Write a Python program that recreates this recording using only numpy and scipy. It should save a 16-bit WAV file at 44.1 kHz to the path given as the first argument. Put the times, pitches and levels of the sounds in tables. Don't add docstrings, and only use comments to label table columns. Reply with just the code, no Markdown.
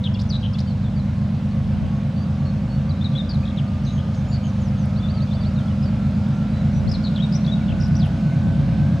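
import sys
import numpy as np
from scipy import signal
from scipy.io import wavfile
from scipy.ndimage import uniform_filter1d

SR = 44100
rng = np.random.default_rng(int(sys.argv[2]) if len(sys.argv) > 2 else 0)


def generate_wav(signal):
    frames = np.transpose(np.atleast_2d(signal))
    scaled = np.clip(frames, -1, 1) * 32767
    pcm = np.round(scaled).astype(np.int16)
    wavfile.write(sys.argv[1], SR, pcm)


def natural_amplitude(level_db):
    exponent = np.asarray(level_db, float) / 20
    return 10 ** exponent


N = 396900


def evened(x):
    return x / np.sqrt(np.mean(x ** 2) + 1e-20)


def read(points, hz):
    f, value = np.transpose(points)
    return np.interp(np.log(hz + 1), np.log(f + 1), value)


def curve(rows, column):
    rows = np.array(rows)
    return np.interp(np.arange(N) / SR, rows[:, 0], rows[:, column])


def drift(hz):
    steps = rng.standard_normal(int(N / SR * hz * 8) + 16)
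    steps = evened(signal.convolve(steps, np.hanning(9), "same"))
    return np.interp(np.arange(N) / SR * hz * 8, np.arange(len(steps)), steps)


def sides(db):
    return natural_amplitude(np.array([db / 2, -db / 2]))


def place(out, start_s, sound):
    out[:, round(start_s * SR):][:, :sound.shape[-1]] += sound


# (pitch_hz, likeness)
LIKENESS = [(100, 2), (320, 0.9), (560, 0.9), (980, 0.85), (1700, 0.7), (5000, 0.82), (8000, 0.9),
            (12000, 0)]
# (pitch_hz, balance_db)
BALANCE = [(60, 0.5), (270, -1.2), (1180, -0.77), (5210, -1.7)]


def noise(points, patchy_db):
    frames, hz = N // 512 + 5, np.fft.rfftfreq(2048, 1 / SR)
    a, b, c, d, patches = rng.standard_normal((frames, 1025, 5)).T
    patches = uniform_filter1d(patches, size=20, axis=0)
    patches = evened(uniform_filter1d(patches, size=8, axis=1))
    same = np.clip(read(LIKENESS, hz), -1, 1)[:, None]
    left = a + 1j * b
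    right = same * left + np.sqrt(1 - same ** 2) * (c + 1j * d)
    outside_db = -60 * ((hz < points[0][0]) | (hz > points[-1][0]))
    level_db = (read(points, hz) + outside_db)[:, None] + patchy_db * patches
    z = np.array([left, right]) * natural_amplitude(level_db) * sides(read(BALANCE, hz))[..., None]
    return evened(signal.istft(z, nperseg=2048, noverlap=1536)[1][:, :N])


def motor():
    t = np.arange(N) / SR
    motor_hz, lowest_db = 300, -86
    return sum(natural_amplitude(lowest_db - .8 * (k - 27)) * np.sin(2 * np.pi * k * motor_hz * t + k * k)
               for k in range(27, 49))


# (time_s, front_db, rear_db, roar_db)
NEARING = [(0, -1.5, -5.5, -1.5), (1.5, -0.5, -7.5, 0), (3, -2, -2, 0.06), (4.5, -1, -6.5, 0.94),
           (6, 0.5, -7, 1.6), (7.5, 0.5, -4, 2), (9, 0, 2, 2)]
# (pitch_hz, density_db)
FIELD = [(1700, -2), (2120, 0), (2900, -2.5), (4000, -5), (5200, -10), (6500, -14.5), (8300, -21.5),
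         (9000, -21), (9500, -25.5), (15700, -36)]


def field():
    return natural_amplitude(-50 + 1.13 * curve(NEARING, column=3)) * noise(FIELD, patchy_db=1.24)


# (peak_s, half_length_s, level_db)
GUSTS = [(1.752, .15, -36), (6.88, 0.099, -26), (7.757, 0.18, -29.5), (8.699, 0.41, -36.5)]


def wind():
    t = np.arange(N) / SR
    swell = sum(natural_amplitude(db) * np.exp(-((t - s) / length) ** 2) for s, length, db in GUSTS)
    shape = signal.butter(1, [60, 160], "bandpass", fs=SR)
    push = signal.lfilter(*shape, signal.lfilter(*shape, rng.standard_normal((2, N))))
    push = evened(push - 2.7 * push[::-1])
    return push * swell * natural_amplitude(4.2 * drift(15))


# (start_s, peak_db)
TICKS = [(0.237, -42.5), (4.858, -40.5), (5.223, -44.5), (6.288, -44), (6.922, -45)]


def ticks():
    out, t = np.zeros((2, N)), np.arange(400) / SR
    shape = signal.butter(2, [5000, 10000], "bandpass", fs=SR)
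    for start_s, peak_db in TICKS:
        snap = signal.lfilter(*shape, rng.standard_normal(400) * natural_amplitude(-60 * t / .006))
        place(out, start_s, natural_amplitude(peak_db) * snap / abs(snap).max())
    return out


# (start_s, length_s, rms_db)
RASPS = [(3.338, .016, -66.5), (7.875, .013, -62), (7.947, .012, -67), (8.052, .026, -62.5),
         (8.084, 0.009, -65)]


def rasps():
    out, shape = np.zeros((2, N)), signal.butter(2, [9700, 11100], "bandpass", fs=SR)
    for start_s, length_s, rms_db in RASPS:
        burst = evened(signal.lfilter(*shape, rng.standard_normal(len(along(length_s)))))
        place(out, start_s, natural_amplitude(rms_db) * burst * signal.windows.tukey(len(burst), .4))
    return out


def along(length_s):
    return np.linspace(0, 1, round(length_s * SR))


def ragged(count, size):
    return uniform_filter1d(rng.standard_normal(count), size=size)


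def whistle(hz, db, pan_db, overtone_db=-37, edge=0.34):
    fade_db, grain_db = -1.5, 2
    turn = 2 * np.pi * np.cumsum(hz) / SR
    note = np.sin(turn) + natural_amplitude(overtone_db) * np.sin(2 * turn)
    note *= signal.windows.tukey(len(hz), edge)
    grain = evened(uniform_filter1d(ragged(len(hz), size=70), size=70))
    level_db = db + fade_db * (np.linspace(0, 1, len(hz)) - .5) + grain_db * grain
    return natural_amplitude(level_db) * sides(pan_db)[:, None] * note


def swept(length_s, db, hz, depth_hz, per_s, hush, pan_db):
    beat = (along(length_s) * length_s * per_s) % 1
    hz = hz + 700 * ragged(len(hz), size=30)
    note = whistle(hz + depth_hz * (.5 - 2 * (1 - beat) ** 2), db, pan_db)
    return note * (1 - np.clip(hush, 0, 1) * np.cos(np.pi * beat) ** 2)


# (start_s, length_s, level_db, from_hz, knee_hz, to_hz)
FALLS = [(.665, 0.068, -48, 4680, 4430, 3700), (1.704, .11, -55.5, 2450, 3160, 2900),
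         (3.832, 0.06, -57, 5900, 5920, 5900), (3.836, 0.17, -56, 6280, 6530, 6200),
         (4.134, 0.091, -58, 6820, 6260, 6300), (4.276, 0.085, -56.5, 7000, 7030, 6300),
         (4.425, .095, -54, 6800, 6280, 5300), (4.6, 0.105, -54.5, 6940, 5800, 4760),
         (4.769, .1, -55, 6770, 5840, 4710), (5.134, 0.066, -47, 4600, 4530, 3850),
         (5.401, 0.041, -47, 4640, 4550, 4560), (5.549, 0.084, -48.5, 4360, 3250, 2930),
         (5.673, 0.059, -51, 3550, 2950, 2900)]


def falls():
    for start_s, length_s, db, from_hz, knee_hz, to_hz in FALLS:
        u = along(length_s)
        wobble_hz = 70 * evened(ragged(len(u), size=200))
        flutter = natural_amplitude(wobble_hz[::-1] / 25)
        hz = np.interp(u, [0, 0.64, 1], [from_hz, knee_hz, to_hz]) + wobble_hz
        yield start_s, flutter * whistle(hz, db, pan_db=3.0)


# (start_s, level_db)
RISES = [(4.955, -44.5), (5.08, -44), (5.2, -44), (5.322, -45), (5.443, -44.5)]


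def rises():
    length_s, from_hz, to_hz = .044, 3300, 4700
    for start_s, db in RISES:
        hz = to_hz - (to_hz - from_hz) * (1 - along(length_s)) ** 2.3
        yield start_s, whistle(hz, db, pan_db=-4.5)


# (start_s, length_s, level_db, from_hz, to_hz)
SCRATCHES = [(0.187, 0.023, -37, 3390, 4890), (0.207, 0.018, -38.5, 4600, 5400),
             (0.58, 0.022, -37.5, 3540, 4740), (0.597, 0.02, -40.5, 4590, 5200),
             (4.133, .032, -50, 3530, 5720)]


def scratches():
    for start_s, length_s, db, from_hz, to_hz in SCRATCHES:
        u = along(length_s)
        grit = signal.lfilter(*signal.butter(2, 760, fs=SR), rng.standard_normal(len(u)))
        note = whistle(from_hz + (to_hz - from_hz) * u, db, pan_db=2.5, overtone_db=-26.0, edge=.7)
        yield start_s, note * (.3 + evened(grit))


# (start_s, length_s, level_db, from_hz, to_hz, waves_per_s)
WARBLES = [(7.678, .056, -38, 3420, 2670, 58), (7.795, 0.08, -39, 5360, 5270, 42)]


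def warbles():
    for start_s, length_s, db, from_hz, to_hz, per_s in WARBLES:
        u = along(length_s)
        wave = 1 + 0.075 * np.cos(2 * np.pi * per_s * length_s * u - 1.1)
        hz = wave * (from_hz + (to_hz - from_hz) * u)
        yield start_s, swept(length_s, db, hz, 150, 2 * per_s, hush=0.51, pan_db=3.0)


# (start_s, level_db)
DIPS = [(3.452, -42), (3.475, -40.5), (3.498, -44)]


def dips():
    length_s, low_hz, top_hz = .017, 3290, 4500
    for start_s, db in DIPS:
        hz = low_hz + (top_hz - low_hz) * (2 * along(length_s) - 1) ** 2
        yield start_s, whistle(hz, db, pan_db=4.0)


# (start_s, length_s, level_db, base_hz, end_hz)
CHIPS = [(6.89, .017, -38, 4710, 5120), (6.913, 0.018, -32.5, 4720, 5160), (6.935, .03, -34.5, 4500, 3840),
         (7.158, 0.018, -34.5, 3530, 3390), (7.175, 0.022, -37.5, 3160, 2950),
         (7.445, .012, -39, 3700, 3870), (7.463, 0.0086, -37, 3730, 3490)]


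def chips():
    drop_hz, drop_s = 1510, 0.0023
    for start_s, length_s, db, base_hz, end_hz in CHIPS:
        u = along(length_s)
        hz = base_hz + (end_hz - base_hz) * u ** 1.2 + drop_hz * np.exp(-u * length_s / drop_s)
        hz += 900 * ragged(len(u), size=24)
        yield start_s, whistle(hz, db, pan_db=2.5, overtone_db=-35.0, edge=0.39)


# (start_s, level_db, top_hz)
STACKS = [(.137, -43.5, 5350), (.53, -43, 5300)]


def stacks():
    length_s, step_hz, lag_s = 0.012, 465, .004
    for start_s, db, top_hz in STACKS:
        for k in range(3):
            hz = top_hz - k * step_hz + 0 * along(length_s)
            yield start_s + k * lag_s, whistle(hz, db, pan_db=2.0, edge=.8)


# (start_s, length_s, level_db, from_hz, to_hz)
BUZZES = [(0.035, 0.049, -30, 3915, 2770), (3.13, .018, -46, 3550, 3330), (3.289, 0.037, -34, 4880, 4370),
          (3.333, .03, -40.5, 4320, 3800), (3.57, 0.036, -36, 3870, 2750)]


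def buzzes():
    for start_s, length_s, db, from_hz, to_hz in BUZZES:
        hz = from_hz + (to_hz - from_hz) * along(length_s)
        yield start_s, swept(length_s, db, hz, depth_hz=-220, per_s=250, hush=0.35, pan_db=4.0)


# (start_s, length_s, level_db, from_hz, to_hz)
TRILLS = [(0.32, 0.054, -29.5, 3940, 3860), (0.426, .05, -32.5, 3190, 3170), (3.863, 0.06, -40, 3930, 3870),
          (3.976, 0.041, -41, 3090, 3270), (4.315, .063, -37, 4610, 4500), (4.433, 0.043, -43, 2960, 3080),
          (7.036, .052, -30.5, 4630, 3950), (7.32, 0.037, -35, 4930, 5100), (7.983, .095, -37, 6000, 2740)]


def trills():
    for start_s, length_s, db, from_hz, to_hz in TRILLS:
        hz = to_hz + (from_hz - to_hz) * (1 - along(length_s)) ** 2.1
        yield start_s, swept(length_s, db, hz, depth_hz=325, per_s=98, hush=0.72, pan_db=3.5)


# (start_s, length_s, level_db, from_hz, to_hz)
PIPES = [(0.144, 0.018, -39.5, 3250, 3430), (0.153, 0.015, -41, 2870, 2760), (.17, 0.0073, -46, 2400, 2350),
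         (.291, 0.011, -41.5, 5950, 5930), (0.299, 0.02, -31.5, 5670, 4360),
         (0.542, 0.024, -42.5, 3260, 3470), (0.548, 0.013, -45, 2750, 2680),
         (0.836, 0.056, -51, 3850, 3450), (1.508, .02, -54, 4400, 4350), (7.607, 0.031, -48, 2400, 2250),
         (8.312, .035, -48, 2100, 2120), (0.956, 0.032, -50, 4690, 4560), (.991, 0.025, -49, 4310, 3980),
         (2.155, 0.1, -51.5, 4560, 4650), (2.447, 0.063, -47, 4280, 4340), (2.688, 0.091, -50, 4320, 4450),
         (2.891, .013, -43.5, 4450, 4670), (2.904, 0.017, -40.5, 4250, 3930),
         (3.009, 0.026, -38, 3420, 3660), (3.04, 0.033, -32.5, 4300, 3730),
         (3.15, 0.025, -32.5, 3330, 3470), (3.173, 0.047, -32.5, 4120, 3590), (3.43, 0.02, -43, 2360, 2560),
         (3.847, 0.028, -47, 5800, 4000), (4.995, 0.022, -47, 3400, 3430), (5.023, 0.053, -42, 3560, 3510),
         (5.271, .027, -49, 3350, 3440), (5.309, 0.022, -42.5, 3700, 3480),
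         (5.353, 0.057, -50.5, 3520, 3470), (5.43, .026, -49, 3900, 3290), (5.823, 0.03, -46.5, 5000, 5100),
         (5.852, 0.045, -50, 4800, 4500), (6.729, 0.075, -54, 5880, 5860), (6.873, 0.016, -42, 3800, 4500),
         (7.197, 0.019, -35, 2950, 3390), (7.22, 0.037, -33, 3840, 3730), (7.348, 0.02, -36, 5450, 5900),
         (7.362, 0.015, -41, 5800, 5250), (7.474, 0.033, -36, 3270, 3510),
         (7.515, 0.035, -32.5, 3860, 3780), (7.952, 0.0086, -40, 3900, 5770),
         (7.964, 0.0085, -37, 5730, 5750), (2.93, 0.13, -57, 3700, 4030), (3.676, 0.016, -50, 4400, 4420),
         (0.67, 0.027, -50, 3150, 3050), (6.524, 0.11, -52.5, 3900, 3960)]


def pipes():
    for start_s, length_s, db, from_hz, to_hz in PIPES:
        hz = to_hz + (from_hz - to_hz) * (1 - along(length_s)) ** 2.5
        yield start_s, whistle(hz, db, pan_db=5.0)


def birds():
    out = np.zeros((2, N))
    for song in (falls, rises, scratches, warbles, dips, chips, stacks, buzzes, trills, pipes):
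        for start_s, note in song():
            place(out, start_s, note)
    late = round(0.11 * SR)
    out[:, late:] += natural_amplitude(-21.5) * out[::-1, :-late]
    t = np.arange(SR // 2) / SR
    echo = rng.standard_normal((2, len(t))) * natural_amplitude(-60 * t / 0.45) * (t > .008)
    echo /= np.linalg.norm(echo[0])
    return out + natural_amplitude(-10.0) * signal.fftconvolve(out.mean(0)[None], echo, axes=1)[:, :N]


# (time_s, pitch_hz, level_db)
GROWL = [(0, 521, -56.5), (4.5, 530.3, -53.5), (6.5, 599.4, -50), (9, 691.6, -49)]


def growl():
    tone = np.sin(2 * np.pi * np.cumsum(curve(GROWL, column=1)) / SR + [[0], [.25]])
    return np.sqrt(2) * natural_amplitude(curve(GROWL, column=2)) * tone * drift(65)


# (time_s, pitch_hz, rms_db)
WHINE = [(0, 974.2, -58), (1.5, 1092, -56), (4, 1219, -56), (6.5, 1379, -54), (9, 1548, -51.5)]


def whine():
    out = np.zeros((2, N))
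    for ratio, db in [(1, 0), (1.06, -9.5)]:
        hz = ratio * curve(WHINE, column=1) + 17 * drift(40)
        tone = np.sin(2 * np.pi * np.cumsum(hz) / SR + [[0], [.3]])
        out += np.sqrt(2) * natural_amplitude(db + curve(WHINE, column=2) + 3.5 * drift(4)) * tone
    return out


# (pitch_hz, density_db)
ROAR = [(35, -26), (45, -12), (70, -12), (100, -4), (220, -5), (280, -9), (390, -12.5), (460, -11.5),
        (530, -8), (700, -9), (1000, -15.5), (1600, -17.5), (1800, -24.5)]


def roar(angle):
    puffs = 1 + 0.09 * np.cos(10 * angle) + 0.1 * np.cos(7 * angle) + 0.026 * np.cos(angle)
    return natural_amplitude(-39.5 + curve(NEARING, column=3)) * noise(ROAR, patchy_db=0.65) * puffs


# (time_s, front_turns_per_s, rear_turns_per_s)
SPEED = [(0.0, 7.874, 8.17), (0.6, 8.044, 8.279), (1.2, 8.211, 8.396), (1.8, 8.333, 8.489),
         (2.4, 8.427, 8.574), (3.0, 8.422, 8.612), (3.6, 8.278, 8.561), (4.2, 8.119, 8.491),
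         (4.8, 8.072, 8.456), (5.4, 8.156, 8.484), (6.0, 8.302, 8.556), (6.6, 8.48, 8.632),
         (7.2, 8.667, 8.704), (7.8, 8.848, 8.739), (8.4, 8.991, 8.767), (9.0, 9.093, 8.792)]
# (crank_multiple, front_db, rear_db)
ORDERS = [(7, -35, -33.5), (8, -58, -53), (9, -49.5, -53), (10, -31.5, -30), (11, -30.5, -35.5),
          (12, -39, -46), (13, -22.5, -20.5), (14, -24, -32), (15, -45.5, -58.5), (16, -27.5, -28),
          (17, -29, -33), (18, -39, -49.5), (19, -34, -37), (20, -38.5, -56), (21, -44.5, -60.5),
          (22, -48.5, -53), (23, -41.5, -52), (24, -40, -43.5), (25, -40, -61.5), (26, -43, -56.5),
          (27, -40, -49), (28, -47.5, -61), (29, -41.5, -45.5), (30, -46, -49.5), (31, -52, -52.5),
          (32, -49, -47.5), (33, -54.5, -56.5), (34, -55.5, -62), (35, -49, -60.5), (36, -57.5, -67),
          (38, -52.5, -56)]
# (crank_multiple, front_db, rear_db)
BLOWER = [(62, -59.5, -46), (66.1, -55, -61.5), (75.15, -56, -60.5)]
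# (pitch_hz, width_hz, lift_db)
RESONANCES = [(99.8, 13.9, 2.0), (113.4, 15.7, -15.5), (174.4, 17.5, 6.4), (195.5, 20.0, 5.1),
              (209.7, 20.0, 7.0), (222.7, 20.0, 3.5), (245.6, 20.0, -1.7)]
# (turns, level_db)
FIRINGS = [(.092, 5.5), (.161, -3.5), (.302, -1.5), (.423, -6.3), (.499, 4.7), (.648, 2.8), (.685, -3.5),
           (.806, 3.5), (.918, 1.6), (1.02, -1.1)]


def engine(column, lead_turns=0):
    waver_db = .7
    speed = uniform_filter1d(curve(SPEED, column), size=SR // 3, mode="nearest")
    angle = 2 * np.pi * (np.cumsum(speed) / SR + lead_turns)
    out = np.zeros((2, N))
    for row in ORDERS + BLOWER:
        k = round(row[0])
        hz = k * speed[::64]
        db = row[column] + sum(lift / (1 + (2 * (hz - f) / width) ** 2) for f, width, lift in RESONANCES)
        db += waver_db * np.sqrt(k / 16) * drift(0.78)[::64]
        lag = np.angle(sum(natural_amplitude(d) * np.exp(-2j * np.pi * k * at) for at, d in FIRINGS))
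        lag += 4.3 - .0127 * (k - 18) ** 2
        lag = lag + .7 * (k / 60) ** 2 * drift(14)
        tone = np.cos(k * angle + lag + [[0], [.15]])
        tone *= sides(read(BALANCE, hz.mean()))[:, None]
        out += np.sqrt(2) * np.repeat(natural_amplitude(db), 64)[:N] * tone
    return out * natural_amplitude(curve(NEARING, column)), angle


def scene():
    front, angle = engine(column=1)
    rear = engine(column=2, lead_turns=1 / 3)[0]
    background = motor() + field() + wind() + ticks() + rasps() + birds()
    return background + growl() + whine() + roar(angle) + rear + front


def roll_off(x):
    return signal.sosfilt(signal.butter(12, 15720, fs=SR, output="sos"), x)


def record(dry):
    return roll_off(dry)


dry = scene()
out = record(dry)
generate_wav(out)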